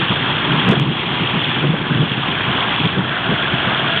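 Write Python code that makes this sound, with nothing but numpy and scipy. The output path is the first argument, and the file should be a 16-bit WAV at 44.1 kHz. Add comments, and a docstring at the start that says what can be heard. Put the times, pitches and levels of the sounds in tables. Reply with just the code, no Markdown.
"""Water pours off a mill wheel into a pool: a rush of bubbles, churning foam and fine spray over a
low rumble. Each bubble rings as a damped oscillator, the smaller the higher; late on, the pour
turns hollow and gurgles. Wind puffs boom and knock against the one microphone of a small camera,
which keeps only a narrow band and ticks as the strongest gust overloads it."""
import sys
import numpy as np
from scipy.fft import rfft, irfft, next_fast_len
from scipy.io import wavfile
from scipy.ndimage import uniform_filter1d, map_coordinates

SR = 44100
rng = np.random.default_rng(int(sys.argv[2]) if len(sys.argv) > 2 else 0)


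def file_out(sig):
    """Save sig as 16-bit WAV at sys.argv[1]."""
    # one column per channel
    cols = np.atleast_2d(sig).T
    # limit, then scale
    lim = np.clip(cols, -1, 1)
    pcm = np.round(lim * 32767).astype(np.int16)
    wavfile.write(sys.argv[1], SR, pcm)


N = 176400

# Band levels of the falling water: t/s, then level/dB of plunge, churn, splash, spray
WATER_LEVELS = [(0, -26.5, -26.5, -29, -21), (0.4, -24, -26, -27, -24), (0.68, -22, -24.5, -24, -22),
                (0.86, -30, -34.5, -33, -27), (1.05, -27, -33, -26.5, -25.5),
                (1.28, -26, -30, -26.8, -22.5), (1.6, -26.5, -27, -27, -24), (1.72, -30.5, -32.5, -31, -30),
                (1.88, -27.5, -27.5, -32, -27.5), (2.02, -28, -30, -31.5, -25.5),
                (2.45, -25, -27.1, -26.0, -24.5), (2.62, -22.5, -25, -27, -23.0),
                (2.8, -25.5, -27.5, -25.5, -21.5), (2.97, -29, -28, -34, -28.5),
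                (3.17, -25.5, -23.5, -29.5, -26), (3.45, -24.5, -24, -29, -23.5),
                (3.66, -21, -23, -28, -23.5), (4, -26, -22.5, -26.5, -23)]
# Spectral density of each band: f/Hz, level/dB
PLUNGE_SPECTRUM = [(250, -24), (500, -5.5), (680, -1), (900, 4.5), (1150, 6), (1400, 4), (2200, -64.5)]
CHURN_SPECTRUM = [(800, -34.5), (1150, -15.5), (1400, 2), (1630, 4.5), (1850, 0.5), (2150, -6.5),
                  (3000, -56)]
SPLASH_SPECTRUM = [(1300, -46.5), (1750, -2.5), (2000, 0), (2400, 2.5), (2700, -3), (3000, -4), (3600, -18),
                   (4500, -64)]
SPRAY_SPECTRUM = [(2000, -37), (2600, -4), (2950, -4.5), (3120, -3.5), (3280, 0.5), (3470, -3.5),
                  (3650, -10), (3950, -20.5), (4300, -28), (4600, -48), (4800, -65.5)]

def cascade(hollow_start_s=3.0, hollow_rise_s=0.22, hollow_share=0.41):
    """Bubble resonance: large bubbles ring low in the plunge; foam, splash and spray sound higher."""
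    plunge_db, churn_db, splash_db, spray_db = curves(WATER_LEVELS)
    plunge = water(PLUNGE_SPECTRUM, bubbles(835, 16, 2.9, count=2000), -1.5, 1.03, flutter_rate=20)
    churn = water(CHURN_SPECTRUM, bubbles(1550, 32, 2.4, count=1500), -1.5, 1.2, flutter_rate=35)
    splash = water(SPLASH_SPECTRUM, bubbles(2400, 47, 2.1, count=2000), -2, 1.47, flutter_rate=120)
    spray_gain = amp(spray_db + 0.1 + 0.46 * wobble(14))
    fine_bubbles = bubbles(3300, 32, 3.35, count=2500, scatter=.15)
    spray = water(SPRAY_SPECTRUM, fine_bubbles, -1, 1, flutter_rate=110)
    lows = amp(plunge_db - 0.3) * plunge + amp(churn_db - 0.63) * churn
    highs = amp(splash_db - 0.65) * splash + spray_gain * spray
    gurgle = amp(churn_db + 1.5) * hollow_pour()
    # the gurgle takes over part of the two lower bands
    share = hollow_share * np.clip((np.arange(N) / SR - hollow_start_s) / hollow_rise_s, 0, 1)
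    return np.sqrt(1 - share) * lows + np.sqrt(share) * gurgle + highs


def water(spectrum, rings, rings_db, flutter_db, flutter_rate):
    """Incoherent addition: single bubbles over a wash of countless others, fluttering as clumps land."""
    wash = coloured(rng.standard_normal(N), spectrum)
    mix = wash + amp(rings_db) * coloured(rings, spectrum)
    return unit(mix * amp(flutter_db * wobble(flutter_rate)))


def bubbles(centre_hz, cycles, spread_db, count, chirp=0.081, scatter=0.33):
    """Damped oscillation: each bubble rings briefly, rising in pitch; a few are much louder."""
    onset = rng.random((count, 1))
    hz = centre_hz * np.exp(scatter * rng.standard_normal((count, 1)))
    size = np.minimum(rng.exponential(size=(count, 1)), 4)
    t = np.arange(SR // 50) / SR
    age = t * hz / cycles  # 1 after a decay of 60 dB
    ring = amp(spread_db * size - 60 * age) * np.sin(2 * np.pi * hz * t * (1 + chirp * age))
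    at = (onset * N).astype(int) + np.arange(len(t))
    return np.bincount(at.ravel(), ring.ravel())[:N]


# Resonances of the hollow pour: f/Hz, bandwidth/Hz, level/dB
HOLLOW_MODES = [(690, 130, -1), (1433, 210, 0), (1612, 200, 0.5)]

def hollow_pour():
    """Resonant filtering: heavily damped bubbles gurgle through three broad resonances."""
    def response(f):
        return sum(amp(db) / (1 + (2 * (f - hz) / width) ** 2) for hz, width, db in HOLLOW_MODES)
    return unit(filtered(bubbles(1300, 2.7, 2, count=5000, scatter=.5), response))


# Spectral density of the pool's rumble: f/Hz, level/dB
RUMBLE_SPECTRUM = [(20, -39.5), (50, -17), (80, -7), (125, 4), (200, -2.5), (370, -2), (520, -11),
                   (800, -19), (2000, -63.5)]

def pool(level_db=-26):
    """Low-frequency random noise: water driven under the surface rumbles steadily."""
    return amp(level_db + 1.2 * wobble(25)) * coloured(rng.standard_normal(N), RUMBLE_SPECTRUM)


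# Wind puffs, and sharp buffets that knock into the midrange: t/s, duration/s, level/dB
WIND_PUFFS = [(0.024, 0.059, -23.5), (0.117, 0.024, -15.5), (0.514, 0.09, -17), (0.589, 0.03, -15.5),
              (0.681, .035, -13.5), (0.708, .032, -8.5), (0.777, 0.014, -15.5), (0.809, 0.033, -13.5),
              (0.888, .045, -16), (1.216, 0.016, -15), (1.362, 0.033, -16), (1.485, 0.012, -18.5),
              (1.582, 0.018, -15.5), (1.652, 0.038, -15.5), (1.70, 0.029, -14), (1.742, 0.013, -14),
              (1.816, 0.019, -18.5), (1.869, 0.0075, -19), (1.917, .025, -13), (1.965, .03, -16),
              (2.011, 0.046, -13), (2.117, 0.015, -17), (2.293, 0.017, -21), (2.495, 0.03, -20),
              (2.809, 0.014, -15.5), (2.858, 0.019, -11.5), (2.99, 0.043, -15.5), (3.316, 0.04, -16),
              (3.373, 0.012, -23.5), (3.544, 0.019, -17), (3.679, 0.02, -18.5)]
WIND_KNOCKS = [(.692, 0.018, -20), (.732, 0.015, -16.5), (1.645, 0.012, -18), (1.745, 0.016, -21),
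               (2.025, 0.016, -21), (2.853, 0.012, -26.5), (2.975, 0.027, -22.5), (3.32, 0.031, -25)]
# Spectral density of the eddies and of the knocks: f/Hz, level/dB
EDDY_SPECTRUM = [(20, -50), (50, -21), (80, -29), (110, -12.5), (138, 3), (180, -3), (260, -8), (420, -17),
                 (600, -32.5), (1200, -37), (3000, -71.5)]
KNOCK_SPECTRUM = [(150, -16), (280, 2), (430, 1), (650, -8.5), (1200, -13.5), (2500, -46)]

def wind(breeze_db=-34, boom_hz=146.2, evenness=0.58):
    """Turbulent pressure on the microphone: puffs boom and knock amid eddies; a breeze fills the gaps."""
    t = np.arange(N) / SR
    eddies = coloured(rng.standard_normal(N), EDDY_SPECTRUM)
    swell = np.sqrt(np.abs(uniform_filter1d(eddies ** 2, size=900)) + 1e-6)  # running rms
    force = np.hypot(amp(-2) * buffets(WIND_PUFFS), amp(breeze_db + 4 * wobble(16)))
    knocks = buffets(WIND_KNOCKS) * coloured(rng.standard_normal(N), KNOCK_SPECTRUM)
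    pressure = force * unit(eddies / swell ** evenness) + knocks
    for s, length, db in WIND_PUFFS:
        detune, phase = rng.standard_normal(2)
        hz = boom_hz * np.exp(.14 * detune)
        boom = np.sqrt(2) * np.sin(2 * np.pi * (hz * (t - s) + phase))
        pressure += amp(db - 6) * bump(s, length) * boom
    return pressure


# Overloads in the strongest gust: t/s, level/dB before filtering
OVERLOADS = [(.690, -20), (.70, -42.5), (.713, -23), (0.72, -30), (.732, -31), (.798, -23)]
# Frequency response that shapes each tick: f/Hz, gain/dB
TICK_RESPONSE = [(1000, -6.5), (4000, 10), (6000, 10.5), (10000, -0.5), (16000, -12)]

def overload_ticks(mean_gap_s=0.0013, end_db=-8):
    """Impulse response: a microphone overload begins with a thin click and ends with a weaker one."""
    impulses = np.zeros(N)
    for s, db in OVERLOADS:
        end_s = s + mean_gap_s * (.5 + rng.random())
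        impulses[round(s * SR)] += amp(db)
        impulses[round(end_s * SR)] -= amp(db + end_db)
    f, db = np.transpose(TICK_RESPONSE)
    return filtered(impulses, lambda hz: amp(np.interp(hz, f, db)))


def buffets(rows):
    """Addition of powers: the joint envelope of overlapping gusts."""
    return np.sqrt(sum((amp(db) * bump(s, length)) ** 2 for s, length, db in rows))


def bump(s, length):
    """Gaussian envelope centred on time s, length seconds wide at half power."""
    return np.sqrt(.5) ** ((2 * (np.arange(N) / SR - s) / length) ** 2)


def wobble(rate):
    """Random modulation: a smooth curve with rate knots a second."""
    return map_coordinates(rng.standard_normal(4096), [np.arange(N) * rate / SR], mode="wrap")


def curves(rows):
    """Linear interpolation: one value per sample for each column after the time."""
    s, *columns = np.transpose(rows)
    return [np.interp(np.arange(N) / SR, s, column) for column in columns]


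def coloured(x, spectrum):
    """Spectral shaping by (f/Hz, level/dB) points on a log frequency axis, at rms 1."""
    f, db = np.transpose(spectrum)
    return unit(filtered(x, lambda hz: amp(np.interp(np.log(hz + 1), np.log(f), db))))


def filtered(x, response):
    """Linear filtering: the spectrum of x times a frequency response."""
    size = next_fast_len(N + SR // 2)
    return irfft(rfft(x, size) * response(np.fft.rfftfreq(size, 1 / SR)), size)[:N]


def amp(db):
    """Amplitude ratio of a level in decibels."""
    return 10 ** (np.asarray(db) / 20)


def unit(x):
    """Normalisation to rms 1."""
    return x / np.sqrt(np.mean(x ** 2) + 1e-20)


def scene():
    """Superposition: water and wind add at one microphone."""
    return (cascade() + pool() + wind())[None]


def record(dry, ceiling=.75, band_hz=4700, top_hz=16000):
    """Saturation and band limiting: the camera rounds off peaks; only ticks reach above its band."""
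    rounded = dry[0] / (1 + np.abs(dry[0] / ceiling) ** 8) ** (1 / 8)
    narrow = filtered(rounded, lambda hz: hz < band_hz)
    return filtered(narrow + overload_ticks(), lambda hz: hz < top_hz)[None]


dry = scene()
out = record(dry)
file_out(out)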